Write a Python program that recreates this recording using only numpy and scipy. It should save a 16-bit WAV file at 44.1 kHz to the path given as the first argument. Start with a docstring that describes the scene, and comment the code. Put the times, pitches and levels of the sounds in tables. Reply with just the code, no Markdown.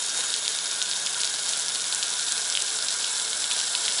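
"""An outdoor shower runs close by under a patio roof, and roof and walls answer briefly.
From the start the jets hiss, turbulence rings the head and pipe, and water strikes wet concrete:
countless fine droplets, clumps of larger ones and single fat drops that smack.
Within the first second the spray dips slightly and a faint motor hum swells behind it.
After two seconds the hum recedes; the spray, its timbre slowly drifting, ends a little louder."""
import sys
import numpy as np
from scipy import signal
from scipy.fft import rfft, irfft, next_fast_len
from scipy.io import wavfile
from scipy.ndimage import map_coordinates

SR = 44100
rng = np.random.default_rng(int(sys.argv[2]) if len(sys.argv) > 2 else 0)


def wav_out(sig):
    """Save sig, one row per channel (or a flat mono array), as 16-bit PCM at SR to the path in sys.argv[1]."""
    wavfile.write(sys.argv[1], SR, np.round(np.clip(np.atleast_2d(sig).T, -1, 1) * 32767).astype(np.int16))


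N = 176400

# Reverberation time of the patio: f/Hz, T60/s
PATIO_DECAY = [(300, 0.5), (3000, 0.44), (10000, 0.22)]
# Partials of the motor: f/Hz, level/dB
HUM_PARTIALS = [(118, -75.5), (177, -69.5)]
# Slow gain on those partials: t/s, level/dB
HUM_ENVELOPE = [(0, -9), (.5, -1), (.9, 5), (2.2, 4), (2.9, -1), (4, -5)]
# Resonances of head and pipe: f/Hz, width/Hz, start level/dB, end level/dB
HEAD_MODES = [(441, 29, -60.5, -59), (985, 42, -57.5, -53), (1396, 55, -51, -51), (1480, 61, -48.5, -47),
              (1599.4, 20, -50.5, -47.5), (1660, 23, -53.5, -63), (1693, 28, -52.5, -61),
              (1837, 22, -56, -63), (2113, 16, -61, -57), (2192, 26, -59, -60), (2226, 23, -59.5, -54),
              (3240, 95, -51, -47), (3510, 44, -49, -44), (3730, 98, -40.5, -48.5), (6800, 270, -39.5, -54)]
# Spectral shape of the jets: f/Hz, start level/dB, end level/dB
JET_SPECTRUM = [(30, -36, -44), (45, -32, -34), (98, -21.5, -21), (198, -16.5, -16), (390, -12, -15.5),
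                (673, -8.5, -7), (1130, -8.5, -9.5), (1700, -11.5, -5.5), (2010, -10.5, -14),
                (2870, -8.5, -8.5), (3350, -3, -6.5), (3900, -6, 1), (4570, -8, -8), (5370, -5, -0.5),
                (6400, -4.5, -9.5), (7640, -4.5, 2.5), (7830, -0.5, 1.5), (8660, -10, -12), (9500, -2, 0.5),
                (10330, -1.5, -2.5), (11160, -10, -16)]
# Slow gain on jets and patter: t/s, level/dB
FLOW_ENVELOPE = [(0, 0.7), (.7, -1), (1.3, 0.1), (1.8, 0.36), (2.4, 0.8), (2.9, 0.1), (3.2, 1), (3.6, 1.3),
                 (4, 1.3)]
# Impacts of fat drops on the concrete: t/s, level/dB, f/Hz
FAT_DROPS = [(0.0942, -10.5, 6300), (0.1754, -9.5, 6800), (0.2071, -13.5, 4000), (0.2392, -14, 7000),
             (0.3037, -11, 4600), (0.3404, -7, 4100), (0.3637, -7.5, 8050), (0.46, -15, 3650),
             (0.4795, -5.5, 4080), (0.55, -10, 5700), (0.5882, -10.5, 4200), (0.7139, -12, 6000),
             (0.8172, -9, 3650), (0.8258, -11, 5750), (0.9133, -8.5, 4400), (0.9262, -15, 4030),
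             (0.934, -13.5, 3560), (1.0633, -8.5, 4900), (1.0713, -12, 3420), (1.1452, -13.5, 3620),
             (1.2038, -12, 4480), (1.2146, -11, 5270), (1.2172, -10.5, 5840), (1.2342, -9.5, 3750),
             (1.2463, -10, 4250), (1.2526, -10, 5350), (1.2754, -12, 4060), (1.3407, -15.5, 3750),
             (1.4919, -5, 6860), (1.496, -13, 5700), (1.528, -16, 5600), (1.535, -12, 3850),
             (1.561, -19, 5200), (1.6833, -5, 5700), (1.7497, -12.5, 4140), (1.7572, -10.5, 4200),
             (1.8064, -13, 4990), (1.8414, -16, 4070), (1.8652, -16, 5570), (1.926, -7, 3980),
             (1.948, -8, 7740), (2.028, -8, 3600), (2.0321, -9, 4430), (2.0816, -9.5, 5400),
             (2.1034, -10.6, 6739), (2.1381, -16, 4980), (2.266, -15, 5250), (2.3182, -15, 4350),
             (2.322, -7, 8111), (2.3793, -11.5, 4440), (2.5005, -8.5, 5250), (2.5251, -9, 5400),
             (2.5521, -7.5, 3300), (2.5732, -6.5, 2930), (2.6041, -13, 4300), (2.6226, -8, 6960),
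             (2.6834, -15, 3830), (2.7885, -11.5, 4450), (2.825, -9.5, 5000), (2.8849, -9, 4540),
             (2.9059, -10, 4750), (2.9254, -15, 4770), (2.9412, -14, 5030), (2.9875, -13, 5250),
             (3.0123, -15, 3670), (3.0433, -12, 3500), (3.046, -8, 5200), (3.3313, -12.5, 3670),
             (3.421, -14, 4750), (3.442, -12, 3930), (3.505, -11.5, 4700), (3.5136, -9, 3330),
             (3.5192, -5.5, 6700), (3.5226, -11.5, 4030), (3.5903, -13, 4320), (3.5996, -9, 5700),
             (3.603, -10, 3530), (3.6137, -8, 5240), (3.6398, -12.5, 4900), (3.7512, -6, 3960),
             (3.8528, -10, 4140), (3.881, -8.5, 3140), (3.8862, -13, 4440), (3.9225, -12, 4650),
             (3.989, -12.5, 3680)]
# Bass cut on all impacts: f/Hz, level/dB
IMPACT_RESPONSE = [(40, -48), (200, -4.5), (2000, -4.5), (3100, -0.5)]

DROP_CYCLES, DROP_RISE_CYCLES = 0.77, 0.46  # decay and rise of a smack
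PLIP_HZ, PLIP_WIDTH, PLIP_CYCLES = 3560, 0.25, 0.39  # longer ring near this pitch; width in ln f
SPLASH_DB, SPLASH_S, SPLASH_SPREAD = -13, 0.0018, 0.23  # fragments: gain, delay scale, spread in ln f
TICK_DB, TICK_HZ = -3.5, 7560  # first contact of a fat drop
CLUMPS_PER_S, SIZE_LIMIT = 70, 2.08  # patter; the largest drop lies SIZE_LIMIT * size_db above the least


def amp(db):
    """Amplitude ratio of a level in decibels."""
    return 10 ** (np.asarray(db) / 20)


def unit(x):
    """Normalisation to rms 1."""
    return x / np.sqrt(np.mean(x ** 2) + 1e-20)


def along(points, hz):
    """Interpolation of (f/Hz, value) points on a logarithmic frequency axis."""
    f, v = np.transpose(points)
    return np.interp(np.log(hz + 1), np.log(f + 1), v)


def wobble(rate):
    """Spline interpolation of random knots, rate a second, at rms 1."""
    return unit(map_coordinates(rng.standard_normal(4096), [np.arange(N) * rate / SR], mode="wrap"))


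def filtered(x, response):
    """Linear filtering: the spectrum of x times a frequency response."""
    m = next_fast_len(N + SR // 2)
    return irfft(rfft(x, m) * response(np.fft.rfftfreq(m, 1 / SR)), m)[:N]


def noise(response):
    """Spectral shaping of white noise, at rms 1."""
    return unit(filtered(rng.standard_normal(N), response))


def patio(x):
    """Reverberation: reflections from roof and walls decay exponentially, the treble soonest."""
    hz, t, spectrum = signal.stft(rng.standard_normal(SR // 2), SR, nperseg=256)
    decay = amp(-60 * t / along(PATIO_DECAY, hz)[:, None])
    tail = signal.istft(spectrum * decay, SR, nperseg=256)[1]
    return signal.fftconvolve(x, np.pad(tail, (SR // 200, 0)) / np.linalg.norm(tail))[:N]


def motor():
    """Periodic vibration: two faint partials, made unsteady by slight phase modulation."""
    t = np.arange(N) / SR
    hum = sum(amp(db) * np.sqrt(2) * np.sin(2 * np.pi * hz * (t + 0.00055 * wobble(2.78)))
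              for hz, db in HUM_PARTIALS)
    return hum * amp(np.interp(t, *np.transpose(HUM_ENVELOPE)))


def shower_head(flicker_db=1.5):
    """Resonance: turbulence excites narrow modes of head and pipe, each flickering on its own."""
    sound = np.zeros(N)
    for hz, width, start_db, end_db in HEAD_MODES:
        level_db = np.linspace(start_db, end_db, N) + flicker_db * wobble(22)
        sound += amp(level_db) * noise(lambda f: 1 / (1 + ((f - hz) / (0.59 * width)) ** 2))
    return sound


def jets():
    """Flow noise: the spray's fluttering hiss passes from one spectrum to another at equal power."""
    hz, start_db, end_db = np.transpose(JET_SPECTRUM)
    first, last = (noise(lambda f: amp(along(np.c_[hz, db], f))) for db in (start_db, end_db))
    blend = np.linspace(0, 1, N)
    hiss = np.sqrt(1 - blend) * first + np.sqrt(blend) * last
    flutter_db = 0.51 * wobble(11) + 1.07 * wobble(90)
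    return hiss * amp(flutter_db)


def smacks(times, gains, hz):
    """Damped oscillation: each impact radiates a wavelet of a few cycles; the longer ones plip."""
    samples = np.arange(160)
    cycles = hz[:, None] * samples / SR
    life = DROP_CYCLES + PLIP_CYCLES * np.exp(-(np.log(hz / PLIP_HZ) / PLIP_WIDTH) ** 2)
    envelope = (1 - np.exp(-(cycles / DROP_RISE_CYCLES / 2) ** 2)) * np.exp(-cycles / life[:, None])
    envelope /= envelope.max(axis=1, keepdims=True)
    waves = envelope * np.sin(2 * np.pi * (cycles + rng.random((len(hz), 1))))
    at = np.abs(times * SR).astype(int)[:, None] + samples
    return np.bincount(at.ravel(), (gains[:, None] * waves).ravel(), N)[:N]


def patter(per_s, pitch_hz, log_spread, size_db, clumping):
    """Shot noise of rms 1: the streams break up unevenly, so drops, mostly small, land in clumps."""
    arrivals = np.cumsum(np.exp(clumping * wobble(CLUMPS_PER_S)))
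    when, size_rank, up, down = rng.random((int(per_s * N / SR), 4)).T
    times = np.searchsorted(arrivals, when * arrivals[-1]) / SR
    size = -np.log(1 - size_rank * (1 - np.exp(-SIZE_LIMIT)))  # truncated exponential distribution
    hz = pitch_hz * np.exp(log_spread * np.sqrt(2 * np.pi) * (up - down))
    return unit(smacks(times, amp(size_db * size), hz))


def fat_drops(fragments=3):
    """Impact and splash: each drop smacks with a bright tick, and its fragments land just after."""
    times, db, hz = np.transpose(FAT_DROPS)
    sound = smacks(times, amp(db), hz)
    sound += smacks(times, amp(db + TICK_DB), np.full(len(times), TICK_HZ))
    for _ in range(fragments):
        delay = SPLASH_S * (.2 + rng.exponential(size=len(times)))
        size, pitch = rng.standard_normal((len(times), 2)).T
        sound += smacks(times + delay, amp(db + SPLASH_DB + 2 * size), hz * np.exp(SPLASH_SPREAD * pitch))
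    return sound


def scene():
    """Superposition: jets and patter share one slow envelope, and only the impacts reverberate."""
    swell = amp(np.interp(np.arange(N) / SR, *np.transpose(FLOW_ENVELOPE)))
    steady = amp(-31) * swell * jets() + shower_head() + motor()
    fat = fat_drops()
    fine = amp(-33.5) * patter(per_s=750, pitch_hz=7550, log_spread=0.26, size_db=6, clumping=.35)
    coarse = amp(-38.5) * patter(per_s=330, pitch_hz=4370, log_spread=0.14, size_db=5.5, clumping=.45)
    impacts = filtered(fat + swell * (fine + coarse), lambda f: amp(along(IMPACT_RESPONSE, f)))
    return (steady + impacts + amp(-11.5) * patio(impacts))[None]


def record(dry):
    """Band limiting: a steep low-pass removes everything above 11120 Hz."""
    return filtered(dry[0], lambda f: np.clip((11120 - f) / 150, 0, 1))[None]


dry = scene()
out = record(dry)
wav_out(out)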